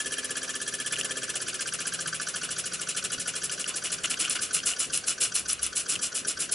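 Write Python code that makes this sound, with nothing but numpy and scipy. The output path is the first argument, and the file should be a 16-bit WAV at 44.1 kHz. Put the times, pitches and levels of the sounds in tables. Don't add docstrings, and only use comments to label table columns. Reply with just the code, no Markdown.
import sys
import numpy as np
from scipy import signal
from scipy.fft import rfft, irfft, next_fast_len
from scipy.io import wavfile
from scipy.ndimage import uniform_filter1d

SR = 44100
rng = np.random.default_rng(int(sys.argv[2]) if len(sys.argv) > 2 else 0)


def pcm_store(signal):
    levels = np.round(np.clip(np.atleast_2d(signal), -1, 1) * 32767)
    wavfile.write(sys.argv[1], SR, levels.astype(np.int16).T)


def nominal_scale(level):
    x = np.asarray(level, float) / 20
    return 10 ** x


N = 288414

# t/s, speed/(turns per s)
SPEED = [(0, 16.18), (1.3, 16.25), (1.9, 14.89), (2.6, 13.11), (3.2, 12.85), (3.6, 12.25), (3.95, 12.46),
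         (4.1, 10.2), (4.3, 9.04), (4.7, 7.57), (5.1, 7.03), (5.4, 7.29), (6.1, 7.7), (6.54, 8.56)]
START_TURN = 0.18


def shaft():
    return START_TURN + np.cumsum(over_time(SPEED)) / SR


def moment(turn):
    return np.interp(turn, shaft(), np.arange(N) / SR)


# t/s, clank level/dB, frame level/dB
SLACK = [(0, -35, -47), (.4, -38, -37.5), (.9, -36, -43), (1.15, -36.5, -39), (1.35, -41.5, -37.5),
         (1.8, -43.5, -34.5), (2.15, -44.5, -30.5), (2.6, -48.5, -37), (3.3, -43, -37.5),
         (3.9, -48.5, -38.5), (4.1, -47, -39), (4.35, -48, -34.5), (4.8, -51, -38.5), (5.2, -73, -37),
         (5.7, -56.5, -39), (6.1, -46, -39.5), (6.3, -55, -33.5), (6.54, -51, -38)]
UNEVEN_BLOW_DB = 1
BRASS_DB, BRASS_FOLLOWS = -34.5, 0.47

# t/s, jet level/dB
PRESSURE = [(0, -31.5), (.4, -33), (1, -31.5), (2.5, -32), (3.1, -30.5), (3.9, -30.5)]
# t/s, jet level/dB, length/s, sag/dB, pipe share/dB
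SLUGS = [
    (4.036, -29.5, 0.02, -2, -3.3),
    (4.098, -26.5, 0.043, -10, -13),
    (4.186, -27, 0.085, -11.5, -10.5),
    (4.297, -28, 0.037, -1.5, -8.5),
    (4.351, -36, 0.022, -2, 3),
]
# port opens t/s, jet level/dB, length/s
WET_PUFFS = [(4.408, -28.5, 0.058), (4.528, -25, 0.056), (4.652, -24, 0.068), (4.783, -26.5, 0.071),
             (4.92, -27, 0.069), (5.062, -25.5, 0.066), (5.199, -23.5, 0.072), (5.337, -26.5, 0.068),
             (5.478, -27, 0.059), (5.614, -28, 0.061), (5.75, -26.5, 0.067), (5.88, -26.5, 0.071),
             (6.013, -26, 0.061), (6.142, -27, 0.06), (6.267, -27, 0.058), (6.388, -28, 0.064),
             (6.512, -27.5, 0.046)]
DRY_TURNS = 58
PORT_LAG_TURN = 0.14
OPEN_TURN, OPEN_LOSS_S = 0.6, 0.017
SAG_DB, SAG_DB_PER_S, WET_SAG_DB = -0.5, -91, -6
DRY_PIPE_DB, WET_PIPE_DB = -9, -13.5
UNEVEN_JET_DB, UNEVEN_PIPE_DB, UNEVEN_LENGTH = 1.14, 2.1, 0.092


def puffs():
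    s = moment(np.arange(DRY_TURNS) + PORT_LAG_TURN)
    luck = rng.standard_normal((DRY_TURNS, 3))
    open_s = OPEN_TURN / np.interp(s, *np.transpose(SPEED)) - OPEN_LOSS_S
    length = open_s * np.exp(UNEVEN_LENGTH * luck[:, 0])
    jet_db = np.interp(s, *np.transpose(PRESSURE)) + UNEVEN_JET_DB * luck[:, 1]
    sag_db = SAG_DB + SAG_DB_PER_S * length
    pipe_db = DRY_PIPE_DB + UNEVEN_PIPE_DB * luck[:, 2]
    dry_puffs = np.transpose([s, jet_db, length, sag_db, pipe_db])
    wet_puffs = [(s, db, length, WET_SAG_DB, WET_PIPE_DB) for s, db, length in WET_PUFFS]
    rows = np.vstack([dry_puffs, SLUGS, wet_puffs])
    at, clank_db, _ = np.transpose(SLACK)
    uneven_db = UNEVEN_BLOW_DB * rng.standard_normal(len(rows))
    return np.column_stack([rows, np.interp(rows[:, 0], at, clank_db) + uneven_db])


# f/Hz, level/dB per Hz
JET = [(2120, -70), (3600, -12), (4110, -3.5), (4660, -8), (5130, -1), (6250, -6), (7260, 1), (9190, -3.5),
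       (10000, 2), (11100, -25), (14400, -33), (22000, -120)]
# f/Hz, width/Hz, level/dB
JET_RINGS = [(5920, 140, -2.5), (7030, 710, -2), (8450, 330, -3), (10140, 740, 4), (10750, 190, 2.5)]
# f/Hz, width/Hz, level/dB
PIPE = [(324, 370, -10.5), (692, 210, -12), (1414, 356, -5), (2555, 690, -4), (2914, 280, 2),
        (3430, 250, -2.5)]
SLOWEST_OPENING_S = 0.02


def exhaust(strokes):
    jet_flow, pipe_flow = np.zeros((2, N))
    for s, db, length, sag_db, pipe_db, _ in strokes:
        t = np.arange(0, length + 0.035, 1 / SR)
        rise_s = min(6.9 * length ** 2, SLOWEST_OPENING_S)
        opening = np.clip(t / rise_s, 0, 1) ** (21 * length)
        shut_db = -19 / length * np.maximum(t - 0.87 * length, 0)
        flow = opening * nominal_scale(db + 0.5 + 2 * sag_db * (t / length - 0.352) + shut_db)
        add(jet_flow, s - 0.002, flow)
        add(pipe_flow, s + 0.0012, flow * nominal_scale(pipe_db - 1.26 * sag_db * t / length))
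    sputter_db = 2.1 * np.tanh(flutter(390)) + 0.64 * flutter(78)
    hiss = coloured(lambda hz: nominal_scale(read(JET, hz)))
    for hz, width, db in JET_RINGS:
        ring = coloured(lambda f: peaks_gain([(hz, width, 0)], f))
        hiss += 0.3 * nominal_scale(db + 3.2 * flutter(60)) * ring
    pipe = coloured(lambda hz: peaks_gain(PIPE, hz) + 0.13 * (hz < 5000) * (hz > 1000))
    drops = rng.random(N) < 900 / SR
    crackle = nominal_scale(7.6 * np.minimum(rng.exponential(1, N), 2)) * drops
    crackle = signal.lfilter(*signal.butter(2, [0.25, 0.49], "band"), crackle)
    jet = evened(hiss) * nominal_scale(sputter_db) + 0.32 * evened(crackle)
    lower = signal.filtfilt(*signal.butter(2, 0.32), jet)
    lagging = signal.lfilter([0.006], [1, 0.006 - 1], jet_flow)
    gurgle_db = 0.5 * sputter_db + 2.2 * np.tanh(flutter(70)) * 1.4
    return jet_flow * (jet - lower) + lagging * lower + pipe_flow * pipe * nominal_scale(gurgle_db)


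def knocks():
    s = moment(np.arange(1, int(shaft()[-1]) + 1))
    at, _, frame_db = np.transpose(SLACK)
    luck = UNEVEN_BLOW_DB * rng.standard_normal((len(s), 2))
    db = np.interp(s, at, frame_db) + luck[:, 0]
    brass_db = BRASS_DB + BRASS_FOLLOWS * (db + 35.5) + luck[:, 1]
    return np.transpose([s, db, brass_db - db])


# t/s, f/Hz
FRAME_HZ = [(0, 1575), (2.05, 1551), (2.57, 1473), (2.65, 1493), (3.7, 1496), (5, 1525), (5.87, 1510),
            (6.1, 1490), (6.5, 1550)]
# f/Hz, level/dB, t60/s
BRASS = [(3225, 8, 0.028), (4540, 1, 0.013), (4796, 18.5, 0.013), (5680, 11.5, 0.031), (5857, 17, 0.017),
         (6150, 18.5, 0.0074), (6800, -14, .012)]
# f/Hz, level/dB, t60/s
CLANK = [(1725, -3, 0.065), (1233, -16.5, 0.082), (3204, -1.5, 0.04), (5900, -2, 0.028)]


def crank(blows, strokes):
    out = np.zeros(N)
    luck = rng.standard_normal((len(blows), 900))
    for (s, db, brass_db), contacts in zip(blows, luck):
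        hz = np.interp(s, *np.transpose(FRAME_HZ))
        frame = np.array([(hz, 0, 0.04), (1700, -9, 0.04), (1380, -8, 0.04), (1200, -15, 0.05)])
        frame[:, 1] += 1.3 * contacts[:len(frame)]
        frame[:, 0] *= 1 + 0.011 * contacts[-len(frame):]
        add(out, s - 0.009, nominal_scale(db) * swell(frame, 0.013))
        add(out, s + 0.008, nominal_scale(db - 9) * swell(frame, 0.0063))
        add(out, s - 0.011, nominal_scale(db + brass_db) * rattle(BRASS, contacts, 0.0064))
    luck = rng.standard_normal((len(strokes), len(CLANK), 2))
    for row, uneven in zip(strokes, luck):
        s, clank_db = row[0], row[5]
        modes = [(hz * (1 + 0.0065 * a), db + 0.62 * b, t60) for (hz, db, t60), (a, b) in zip(CLANK, uneven)]
        add(out, s - 0.002, nominal_scale(clank_db + 4.5) * swell(modes, 0.0052))
        add(out, s - 0.017, nominal_scale(clank_db - 6.5) * swell(modes[:1], 0.0072))
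    return out


# t/s, level/dB
SPITS = [(0.141, -22), (0.943, -26), (0.9586, -23.5), (0.965, -22), (1.0124, -17), (1.69, -24),
         (2.366, -27), (2.834, -26), (2.9863, -25.5), (3.496, -23.5), (3.643, -20.5), (4.057, -20),
         (4.1426, -20), (4.251, -16.5), (4.258, -19), (4.3687, -34), (4.59, -21.5), (4.6023, -24),
         (4.7363, -23.5), (4.9333, -25), (5.2078, -26), (5.9558, -21), (5.9613, -19)]
SPIT_HZ, SPIT_SPREAD = 2950, 0.03
# t/s, level/dB, f/Hz
BURSTS = [(1.0119, -27.5, 5470), (1.7366, -23, 10400), (2.077, -25, 10500), (2.8176, -23, 10500),
          (2.892, -30, 9400), (3.4413, -20, 10440), (4.0575, -21.5, 6800), (4.2156, -20, 9700),
          (4.2973, -15.5, 9900), (4.3592, -25, 4770), (4.4203, -26, 7260), (4.9752, -14, 10480),
          (5.084, -16.5, 5900), (5.1073, -18, 9800), (5.365, -21, 5670), (5.3952, -19.5, 10500),
          (5.501, -19.5, 5500), (5.5314, -13.5, 10200), (5.6312, -14, 10200), (5.665, -17.5, 9970),
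          (5.9561, -31, 7400), (6.2844, -18.5, 9880), (6.5274, -20, 9400)]


def droplets():
    out, t = np.zeros(N), np.arange(400) / SR
    spread = 1 + SPIT_SPREAD * rng.standard_normal(len(SPITS))
    drops = [(s, db, SPIT_HZ * k) for (s, db), k in zip(SPITS, spread)] + list(BURSTS)
    ticks = rng.standard_normal((len(drops), 400))
    for (s, db, hz), tick in zip(drops, ticks):
        rise_s = 0.0011 if hz > 5000 else 0.0007
        wander = 0.00051 * hz * np.cumsum(tick) / 20
        body = t / rise_s * np.exp(1 - t / rise_s) * np.sin(2 * np.pi * hz * t + wander)
        tick_share = 0.15 if hz > 8000 else 0.5
        add(out, s - rise_s, nominal_scale(db - 1.0) * (body + tick_share * tick * np.exp(-t / 0.0035)))
    return signal.lfilter(*signal.butter(2, 0.07, "high"), out)


# order, loudest t/s, lasts/s, level/dB
ORDERS_HEARD = [(8, 1.25, 0.48, -59), (23, 1.5, 0.26, -55.5), (38, 1.62, 0.45, -61),
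                (11, 2.15, 0.33, -60.5), (14, 3.5, 0.96, -63), (43, 3.15, 0.4, -57)]


def whirr():
    t, turns = np.arange(N) / SR, shaft()
    out = np.zeros(N)
    for order, s, lasts, db in ORDERS_HEARD:
        level_db = db + 1.5 + 3.6 * flutter(14) - 9.5 * ((t - s) / lasts) ** 2
        out += nominal_scale(level_db) * np.sin(2 * np.pi * round(order) * turns)
    return out


# t/s, upper modes level/dB, lower modes level/dB
SHAKE = [(0.0, -45, -59.5), (0.87, -49, -55), (1.18, -41, -52.5), (1.27, -49.5, -61), (1.99, -52, -52),
         (4.41, -51, -58), (5.61, -61.5, -66), (6.3, -48.5, -60), (6.49, -58, -53), (6.54, -48, -57)]
# f/Hz, level/dB, t60/s
BENCH_HIGH = [(258.3, -6, 0.7), (366, -6, 0.11), (397.7, 4.5, 0.15), (462, 2.5, 0.13), (526.5, 5, 0.1),
              (635, 1.5, 0.076)]
# f/Hz, level/dB, t60/s
BENCH_LOW = [(122.4, -7, 0.26), (159, 8.5, 0.15), (180.2, 3, 0.82)]
# t/s, level/dB
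DRONE = [
    (5.15, -89),
    (5.4, -58),
    (5.65, -57),
    (5.9, -78),
]


def bench():
    thumps = (np.diff(np.floor(shaft()), prepend=0) > 0) * nominal_scale(0.67 * rng.standard_normal(N))
    thumps[1100:] += 0.5 * thumps[:-1100]
    s, high_db, low_db = np.transpose(SHAKE)
    out = nominal_scale(over_time(DRONE) + 1.8 * flutter(8)) * np.sin(2 * np.pi * 66 * np.arange(N) / SR)
    for db, modes in ((high_db, BENCH_HIGH), (low_db, BENCH_LOW)):
        ringing = signal.fftconvolve(thumps, swell(modes, 0.0063, size=14000))[:N]
        steady = ringing / np.sqrt(uniform_filter1d(ringing ** 2, size=12000) + 1e-9)
        out += nominal_scale(over_time(np.transpose([s, db])) - 3.0) * steady
    return out


# f/Hz, t60/s
ROOM = [(300, 0.086), (10000, 0.054)]


def workshop(x):
    taps = np.zeros((2, SR // 2))
    at = np.arange(160, SR // 2 - 20, 20)
    at = at + rng.integers(0, 20, (2, len(at)))
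    np.put_along_axis(taps, at, rng.choice([-1., 1.], at.shape), 1)
    hz, t, z = signal.stft(taps, SR, nperseg=256)
    tail = signal.istft(z * nominal_scale(-60 * t / read(ROOM, hz)[:, None]), SR, nperseg=256)[1]
    return signal.fftconvolve(x[None], tail / np.linalg.norm(tail[0]), axes=1)[:, :N]


# t/s, level/dB
LEAK = [(0.0, -40), (4.55, -40.5), (4.84, -43), (6.54, -44)]
# f/Hz, level/dB per Hz
AIR = [(24, -46), (40, -13), (153, 0.5), (318, -3), (394, 0.5), (646, -3), (857, -8.5), (1510, -2),
       (2000, -8.5), (2850, -5.5), (3700, -10), (5790, -8), (8850, -9.5), (10400, -9), (11200, -16),
       (14600, -41), (22000, -120)]
RUMBLE_DB = -51.5
# f/Hz, likeness/(0 to 1)
SAME = [(60, 0.98), (170, 0.78), (490, 0.46), (1410, 0.22), (4020, 0.83), (11500, 0.67)]


def air():
    hz = np.fft.rfftfreq(1024, 1 / SR)
    a, b, c, d, patches = rng.standard_normal((N // 256 + 5, 513, 5)).T
    patches = uniform_filter1d(uniform_filter1d(patches, size=10, axis=0), size=10, axis=1)
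    same = np.clip(read(SAME, hz), -1, 1)[:, None]
    left = a + 1j * b
    right = same * left + np.sqrt(1 - same ** 2) * (c + 1j * d)
    z = np.array([left, right]) * nominal_scale(read(AIR, hz)[:, None] + 2.22 * evened(patches))
    low = 1 / (1 + (hz[:, None] / 900) ** 8)
    rumble, leak = (evened(signal.istft(z * g, nperseg=1024, noverlap=768)[1][:, :N]) for g in (low, 1 - low))
    return nominal_scale(RUMBLE_DB + 1.0) * rumble + nominal_scale(over_time(LEAK) - 2.5) * leak


def swell(modes, rise_s, size=4000):
    t = np.arange(size) / SR
    sound = sum(nominal_scale(db - 60 * t / t60) * np.sin(2 * np.pi * hz * t) for hz, db, t60 in modes)
    sound *= np.sin(np.pi / 2 * np.clip(t / rise_s, 0, 1)) ** 2
    return sound / np.sqrt(uniform_filter1d(sound ** 2, size=200).max())


def rattle(modes, luck, scrape_s):
    t = np.arange(len(luck)) / SR
    scrape = luck * abs(luck) * np.exp(-((t - 0.01) / scrape_s) ** 2)
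    sound = signal.fftconvolve(swell(modes, 0.00021, size=1500), scrape)
    return sound / np.sqrt(uniform_filter1d(sound ** 2, size=200).max())


def flutter(top_hz):
    return coloured(lambda hz: 1 / (1 + (hz / top_hz) ** 2))


def coloured(gain):
    size = next_fast_len(N)
    spectrum = rfft(rng.standard_normal(size)) * gain(np.fft.rfftfreq(size, 1 / SR))
    return evened(irfft(spectrum, size)[:N])


def peaks_gain(modes, hz):
    return np.sqrt(sum(nominal_scale(db) ** 2 / (1 + (2 * (hz - f) / width) ** 2) ** 2 for f, width, db in modes))


def evened(x):
    return x / np.sqrt(np.mean(x ** 2) + 1e-20)


def read(points, hz):
    f, value = np.transpose(points)
    return np.interp(np.log(hz + 1), np.log(f + 1), value)


def over_time(rows):
    return np.interp(np.arange(N) / SR, *np.transpose(rows))


def add(mix, s, sound):
    part = mix[max(round(s * SR), 0):][:len(sound)]
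    part += sound[:len(part)]


# t/s, left minus right level/dB
PAN = [(0.0, 0.5), (6.54, 1)]


def scene():
    strokes = puffs()
    engine = exhaust(strokes) + crank(knocks(), strokes) + droplets() + bench() + whirr()
    pan_db = over_time(PAN) / 2
    direct = engine * nominal_scale(np.array([pan_db, -pan_db]))
    return direct + nominal_scale(-12.5) * workshop(engine) + air()


def top_cut(x):
    return signal.sosfilt(signal.butter(12, 12100, fs=SR, output="sos"), x)


def record(dry):
    dip = dry - 0.48 * signal.lfilter(*signal.iirpeak(870, 3.5, SR), dry)
    edge = signal.firwin(801, 11200, window=("kaiser", 8), fs=SR)
    return top_cut(signal.oaconvolve(dip, edge[None], "same"))


dry = scene()
out = record(dry)
pcm_store(out)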